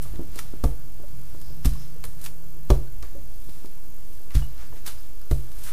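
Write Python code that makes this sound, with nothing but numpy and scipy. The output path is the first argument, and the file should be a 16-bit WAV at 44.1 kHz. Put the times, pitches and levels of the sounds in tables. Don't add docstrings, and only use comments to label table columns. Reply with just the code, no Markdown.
import sys
import numpy as np
from scipy import signal
from scipy.io import wavfile
from scipy.ndimage import uniform_filter1d

SR = 44100
rng = np.random.default_rng(int(sys.argv[2]) if len(sys.argv) > 2 else 0)


def convert_level_to_amplitude(level_db):
    exponent = np.asarray(level_db, float) / 20
    return 10 ** exponent


def digitize_waveform(pressure):
    field = np.atleast_2d(pressure).T
    bounded = np.clip(field, -1, 1)
    quanta = np.round(bounded * 32767).astype(np.int16)
    wavfile.write(sys.argv[1], SR, quanta)


N = 252252
TIME = np.arange(N) / SR

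# (frequency [Hz], level per Hz [dB])
AIR_COLOUR = [(100, -28.5), (170, -2), (217, -3), (323, -1.5), (600, -8), (830, -11), (1500, -14),
              (2000, -19), (3700, -21), (6100, -17.5), (12500, -18.5), (13100, -16), (14800, -11.5),
              (15200, -20)]
# (frequency [Hz], width [Hz], lift [dB])
CAMERA_CASE = [(2698.5, 500, 3.5), (4578.7, 302.7, 3.5), (6956.9, 78.04, 5.5), (8597.6, 306.2, 2.5),
               (11797, 320, -1)]
# (time [s], effort [dB])
LEANING = [(0, -45), (.21, -33.5), (.5, -43), (.95, -48), (1.18, -42.5), (1.6, -43), (2.15, -43),
           (2.45, -55), (2.65, -51), (2.95, -38.5), (3.1, -51), (3.25, -40.5), (3.5, -46), (3.9, -55.5),
           (4.3, -50), (4.85, -41), (5.15, -51.5), (5.72, -42)]
# (start [s], end [s], start pitch [Hz], end pitch [Hz], level [dB])
HUMS = [
    (1.6, 2.66, 155.7, 153, -45.5),
    (3.55, 4.2, 158, 159, -59),
]
# (time [s], pitch [Hz], level [dB], time to fade 60 dB [s])
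TINGS = [(.2, 344.9, -33, 0.09907), (1.035, 581.4, -42.5, 0.0699), (1.653, 144.8, -15.5, 0.12581),
         (1.654, 232.8, -24, 0.06566), (1.655, 266.7, -27, 0.08), (2.705, 309, -28, 0.1106),
         (2.709, 503, -25, 0.0913), (2.87, 1530, -56, 0.165), (1.752, 1090, -44.5, 0.0671),
         (2.872, 4276, -50.5, 0.0502), (3.152, 558.1, -42.5, 0.1525), (4.306, 2017, -46, .06),
         (4.36, 194.9, -41, 0.373), (1.699, 199.6, -39.5, 0.231), (.389, 1300, -36, .04),
         (.39, 1800, -38, .035), (2.701, 2900, -36, .03), (2.701, 2000, -35, .03), (.64, 280, -27, .12),
         (.642, 1240, -37, .06), (2.043, 478.2, -46, 0.109), (1.958, 467.6, -46.5, 0.0681),
         (4.308, 1169, -50, 0.0921), (4.421, 2906, -44.5, 0.1959), (4.98, 4963, -49.5, 0.1017)]
# (middle [s], time to fade 10 dB [s], pitch [Hz], level [dB])
SQUEAKS = [
    (1.345, 0.0002, 5904, -58),
    (1.48, 0.0973, 4944, -57),
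    (1.7, 0.016, 5007, -53.5),
    (1.81, 0.0586, 5290, -54.5),
]
# (lowest [Hz], highest [Hz])
CREASE_SIZES = [
    (2500, 7000),
    (900, 2300),
    (7000, 13500),
]
# (time [s], level [dB], large folds [dB], fine fizz [dB])
CRUSHES = [(0.031, -51, 1.5, 9.5), (.642, -51.5, 8, 12), (1.653, -39.5, -4.5, 2), (2.043, -53.5, 6, 10.5),
           (2.704, -42.5, 4.5, 3), (3.03, -54, 8.5, -24), (4.35, -36.5, 0.5, -3), (4.865, -38.5, 1.5, 1),
           (5.312, -49, 1, 8.5), (5.588, -58, -17, 7.5), (5.639, -50.5, -11, 9)]
# (middle [s], time to fade 10 dB, sign ignored [s], level [dB], large folds [dB], fine fizz [dB])
DRAGS = [(.14, 0.1534, -63, 7, -6.5), (.34, -0.105, -71.5, -14.5, -5.5), (0.394, 0.0339, -40, -4, 0),
         (.48, 0.2417, -59, 3, -11.5), (1.31, 0.2655, -58.5, 0, 0.5), (1.82, 0.1226, -52.5, -2.5, -23.5),
         (2.252, 0.0414, -47.5, 2, 8.5), (3.53, 0.2374, -54.5, -8, 1), (4.15, 0.1392, -60, -13.5, 5.5),
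         (4.318, .01, -62, 18, -5.5), (4.615, .06, -55, 10, -17), (4.77, .035, -54, 4, -4),
         (5.02, 0.2329, -57.5, -11.5, -5.5), (5.39, 0.1533, -65, -6.5, -19.5), (5.6, 0.1381, -57.5, 3, 8.5),
         (5.69, 0.0421, -46, 6, 2.5)]
# (time [s], peak [dB], large folds [dB], fine fizz [dB], time to fade 60 dB [s])
BREAKS = [(0.389, -31, 0, -5, 0.0178), (0.638, -32.5, -19.5, -8, 0.05363), (1.6466, -39, 4, 1, 0.1819),
          (1.6553, -27, -13.5, -4, 0.06022), (2.2602, -32, -4.5, -9.5, 0.08454),
          (2.7019, -29, 0.5, -17.5, 0.06126), (3.025, -36.5, -43, -53, 0.03406),
          (4.351, -32.5, -35.5, -18.5, 0.0958), (4.8635, -35, -31, -2, 0.1095),
          (4.8749, -32.5, -4, -5, 0.1679), (5.3108, -38.5, 3, -6.5, 0.08365)]
# (time [s], peak [dB], large folds [dB], fine fizz [dB])
SNAPS = [(0.018, -55.5, -10, 12), (0.0247, -46.5, -13, 9.5), (0.0375, -55, -14, 4.5),
         (0.1574, -55, 11.5, -14), (0.358, -41.5, -10.5, 0.5), (1.0812, -48, -11.5, -15),
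         (1.4144, -49, -1.5, 4), (1.7351, -48, -6, 1), (2.0398, -40, 7.5, -1), (2.052, -43.5, -4, 4.5),
         (2.2143, -53, -11.5, 13), (2.2406, -44.5, -3, 7), (2.2491, -36.5, -12.5, -4),
         (3.4935, -43.5, -14.5, -13.5), (3.658, -45, -12.5, -4), (4.306, -55.5, 13, -11.5),
         (4.578, -48, -17.5, -28), (4.667, -54, -5, -3.5), (5.2151, -49, -12, -7.5),
         (5.5171, -48.5, -1, -3.5), (5.587, -58, -9.5, 10), (5.6371, -51, -10.5, 9.5),
         (5.6726, -44, -4, -12), (5.6773, -52, 10, -15)]
# (frequency [Hz], level [dB], time to fade 60 dB [s])
WOOD = [(177.85, -6.5, 0.06148), (233.76, -12, 0.09397), (268.28, -4, 0.1446), (307.93, 0.5, 0.11756),
        (355.15, -3.5, 0.10042), (395.15, -3.5, 0.16182), (456.24, -4.5, 0.14392), (518.2, -3.5, 0.09093),
        (586.38, -8, 0.1477), (713.38, -1, 0.0619), (728.34, -14.5, 0.04807), (837.36, -16, 0.13885),
        (917.15, 0.5, 0.033124), (1004.8, -6, 0.02836), (1171.2, -4.5, 0.05243), (1287.6, -24.5, 0.1439),
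        (1744.4, -16.5, 0.034), (2217.6, -32.5, 0.029)]
# (time [s], peak [dB], hardness [dB per octave], ring length [factor])
KNOCKS = [(0.05, -40.5, 2.5, 0.8074), (0.135, -35.5, -3.5, 1), (0.192, -22, -8.5, 0.4533),
          (0.203, -30, -5.5, 0.9824), (0.359, -32, -4, 0.6435), (0.535, -27.5, -1.5, 0.2554),
          (0.637, -15, 0.5, 0.7972), (0.997, -37.5, -4.5, 0.8756), (1.031, -39.5, -1, 0.565),
          (1.108, -62, -7.5, 0.503), (1.345, -35, -1.5, 0.5005), (1.502, -38, -5, 0.528),
          (1.651, -26.5, 2, 0.6425), (2.04, -39.5, 5, 0.598), (2.701, -8, 0.5, 0.7049),
          (3.029, -36, 4.5, 0.6798), (3.149, -35, -6.5, 0.7845), (3.18, -39, -8, 0.829),
          (3.267, -56, -7.5, 0.712), (3.488, -37.5, -2, 0.3455), (3.644, -33, -2, 0.566),
          (4.35, -23.5, -16, 0.6254), (4.42, -34, 7, 0.4126), (4.723, -37.5, 0.5, 0.991),
          (4.875, -35, 0, 0.422), (5.311, -18.5, -3, 0.7376), (5.714, -51.5, 5, 0.956)]
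# (frequency [Hz], level [dB], time to fade 60 dB [s], direction of motion at the microphone [+1 or -1])
TABLE = [
    (38.8, -5.1, .186, -1),
    (57.3, -4.1, .198, 1),
    (129.5, -18.6, .375, -1),
    (46.3, -12, .356, 1),
    (25, -14.7, .043, 1),
    (103.4, -18.6, .118, 1),
]
# (time [s], force [dB], extra in tones above 100 Hz [dB])
PUSHES = [
    (.6368, -5.2, 1),
    (1.6513, -3.6, 0),
    (2.7002, 0, 1.5),
    (4.35, -2.6, 1.5),
    (5.3093, -5.7, 4),
]


def evened(x):
    return x / np.sqrt(np.mean(x ** 2) + 1e-20)


def band(x, lo_hz, hi_hz, order=2):
    sos = signal.butter(order, [lo_hz, min(hi_hz, SR / 2.1)], "band", fs=SR, output="sos")
    return signal.sosfilt(sos, x)


def add(mix, s, sound):
    part = mix[max(round(s * SR), 0):][:len(sound)]
    part += sound[:len(part)]


def ring(hz, db, t60, t):
    return convert_level_to_amplitude(db - 60 * t / t60) * np.sin(2 * np.pi * hz * t)


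def resonate(x, hz, width_hz):
    turn = np.exp(2j * np.pi * hz * TIME)
    r = np.exp(-np.pi * width_hz / SR)
    return 2 * (turn * signal.lfilter([1 - r], [1, -r], x / turn)).real


def drift(per_s):
    size = int(SR / per_s)
    return evened(uniform_filter1d(uniform_filter1d(rng.standard_normal(N), size), size))


def peak(s, rise_db_per_s, fall_db_per_s, hold_s=0):
    before = np.minimum(TIME - s, 0)
    after = np.maximum(TIME - s - hold_s, 0)
    return convert_level_to_amplitude(rise_db_per_s * before - fall_db_per_s * after)


def swell(middle_s, fade_s):
    return peak(middle_s, 10 / abs(fade_s), 10 / abs(fade_s))


def air():
    frames, hz = N // 256 + 5, np.fft.rfftfreq(1024, 1 / SR)
    a, b, patches = rng.standard_normal((frames, 513, 3)).T
    patches = evened(uniform_filter1d(uniform_filter1d(patches, 10, 0), 12, 1))
    f, db = np.transpose(AIR_COLOUR)
    colour_db = np.interp(np.log(hz + 1), np.log(f + 1), db)
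    for middle, width, lift_db in CAMERA_CASE:
        colour_db += lift_db * np.exp(-((hz - middle) / width) ** 2)
    spectrum = (a + 1j * b) * convert_level_to_amplitude(colour_db[:, None] + 1.1 * patches)
    hiss = signal.istft(spectrum, nperseg=1024, noverlap=768)[1][:N]
    return convert_level_to_amplitude(-53.5) * evened(hiss)


def whine():
    bursts = TIME * 47.98
    strength, pitch = rng.standard_normal((int(bursts[-1]) + 1, 2))[bursts.astype(int)].T
    is_on = (bursts % 1 > .11) & (bursts % 1 < .49)
    gate = uniform_filter1d(is_on * 1., size=24)
    turn = 2 * np.pi * np.cumsum(12895 + 30 * pitch) / SR
    tone = np.sin(turn) + convert_level_to_amplitude(-13) * np.sin(turn / 2)
    return np.sqrt(2) * convert_level_to_amplitude(-57.5 + 1.358 * strength) * gate * tone


def hum():
    out = np.zeros(N)
    for start, end, start_hz, end_hz, db in HUMS:
        hz = np.interp(TIME, [start, end], [start_hz, end_hz])
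        receding = convert_level_to_amplitude(db - 6 * np.maximum(TIME - start, 0))
        passing = peak(start, 48, 77, hold_s=end - start)
        out += receding * passing * np.sin(2 * np.pi * np.cumsum(hz) / SR)
    return np.sqrt(2) * convert_level_to_amplitude(1.2 * drift(5.57)) * out


def rumble():
    s, effort = np.transpose(LEANING)
    effort_db = np.interp(TIME, s, effort)
    upper_db = -50.5 + 0.3152 * (effort_db - effort_db.mean()) - 1.7644 * TIME
    shake = rng.standard_normal((3, N))
    low = evened(band(shake[0], 24, 64)) * convert_level_to_amplitude(np.minimum(effort_db, -37) + 2 * drift(7))
    upper = evened(resonate(shake[1], 129.5, 19.59)) + 0.372 * evened(band(shake[1], 44, 220.3))
    upper = band(upper, 70, 220) * convert_level_to_amplitude(upper_db + 2 * drift(9))
    sway = evened(band(shake[2], 3.977, 21.563)) * convert_level_to_amplitude(-40)
    return low + upper + sway


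def tings():
    out, t = np.zeros(N), TIME[:SR // 4]
    for s, hz, db, t60 in TINGS:
        pair = ring(hz, db, t60, t) + ring(hz * 1.012, db - 12, t60, t)
        add(out, s, pair * np.minimum(t / 0.004076, 1))
    return out


def squeaks():
    out, rub = np.zeros(N), rng.standard_normal(N)
    for s, fade_s, hz, db in SQUEAKS:
        out += convert_level_to_amplitude(db) * swell(s, fade_s) * evened(resonate(rub, hz, 624))
    return out


def crinkles():
    unevenness = np.minimum(rng.exponential(1, N // 16 + 1), 3)
    grains = rng.standard_normal(N) * convert_level_to_amplitude(2.5 * np.repeat(unevenness, 16)[:N])
    middle, large, fine = (evened(band(grains, *edges, order=1)) for edges in CREASE_SIZES)
    moves = [(peak(s, 1299.5, 190), *dbs) for s, *dbs in CRUSHES]
    moves += [(swell(s, fade_s), *dbs) for s, fade_s, *dbs in DRAGS]
    moves += [(0.7301, -70, 0, 0)]
    out = np.zeros(N)
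    for shape, db, folds_db, fizz_db in moves:
        out += shape * convert_level_to_amplitude(db - 7) * (middle + convert_level_to_amplitude(folds_db) * large + convert_level_to_amplitude(fizz_db + 0.5) * fine)
    return out


def cracks():
    out, t = np.zeros(N), TIME[:SR // 5]
    events = [(*row, 1.787) for row in BREAKS]
    events += [(*row, 0.06056, 0.76) for row in SNAPS]
    for s, db, folds_db, fizz_db, t60, rise_ms in events:
        u = t * 1000 / rise_ms
        burst = u * np.exp(1 - u)
        tail = 0.739 * convert_level_to_amplitude(-60 * t / t60) * np.minimum(u, 1)
        crack = rng.standard_normal(len(t)) * (burst + tail)
        middle, large, fine = (band(crack, *edges, order=1) for edges in CREASE_SIZES)
        add(out, s, convert_level_to_amplitude(db - 2) * (middle + convert_level_to_amplitude(folds_db + 6.5) * large + convert_level_to_amplitude(fizz_db + 4) * fine))
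    return out


def knocks():
    out, t = np.zeros(N), TIME[:SR // 4]
    for s, db, hard_db, ringing in KNOCKS:
        blow = np.zeros(len(t))
        for hz, tone_db, t60 in WOOD:
            detune, share = rng.standard_normal(2)
            level_db = tone_db + hard_db * np.log2(hz / 310) + 2.5746 * share
            blow += ring(hz * (1 + 0.02618 * detune), level_db, t60 * ringing, t)
        blow *= 1 - np.exp(-t / .0008)
        add(out, s + 0.0019238, convert_level_to_amplitude(db) * blow / abs(blow).max())
    return out


def thuds():
    out, t = np.zeros(N), TIME[:SR // 2]
    soft_start = 1 - np.exp(-t / .0066)
    for s, force_db, upper_db in PUSHES:
        thud = np.zeros(len(t))
        for hz, db, t60, direction in TABLE:
            thud += direction * ring(hz, db + upper_db * (hz > 100), t60, t)
        add(out, s, convert_level_to_amplitude(force_db) * thud * soft_start)
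    return out


def room(x):
    t = TIME[:SR // 3]
    echoes = rng.choice([-1., 1.], len(t)) * (rng.random(len(t)) < .25) * (t > .004)
    dull = band(echoes, 150, 1500) * convert_level_to_amplitude(-60 * t / .3)
    bright = band(echoes, 1500, 15000) * convert_level_to_amplitude(-60 * t / .2)
    tail = dull + bright
    return signal.fftconvolve(x, tail / np.linalg.norm(tail))[:N]


def scene():
    background = air() + whine() + hum() + rumble()
    near = tings() + squeaks() + crinkles() + cracks() + knocks()
    return (background + near + convert_level_to_amplitude(-12.5) * room(near) + thuds())[None]


def roll_off(x):
    return signal.sosfilt(signal.butter(12, 15880, fs=SR, output="sos"), x)


def record(dry):
    treble_cut = signal.firwin(801, 15330, window=("kaiser", 8), fs=SR)
    mix = signal.oaconvolve(dry, treble_cut[None], "same") + .128
    return roll_off(mix)


dry = scene()
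out = record(dry)
digitize_waveform(out)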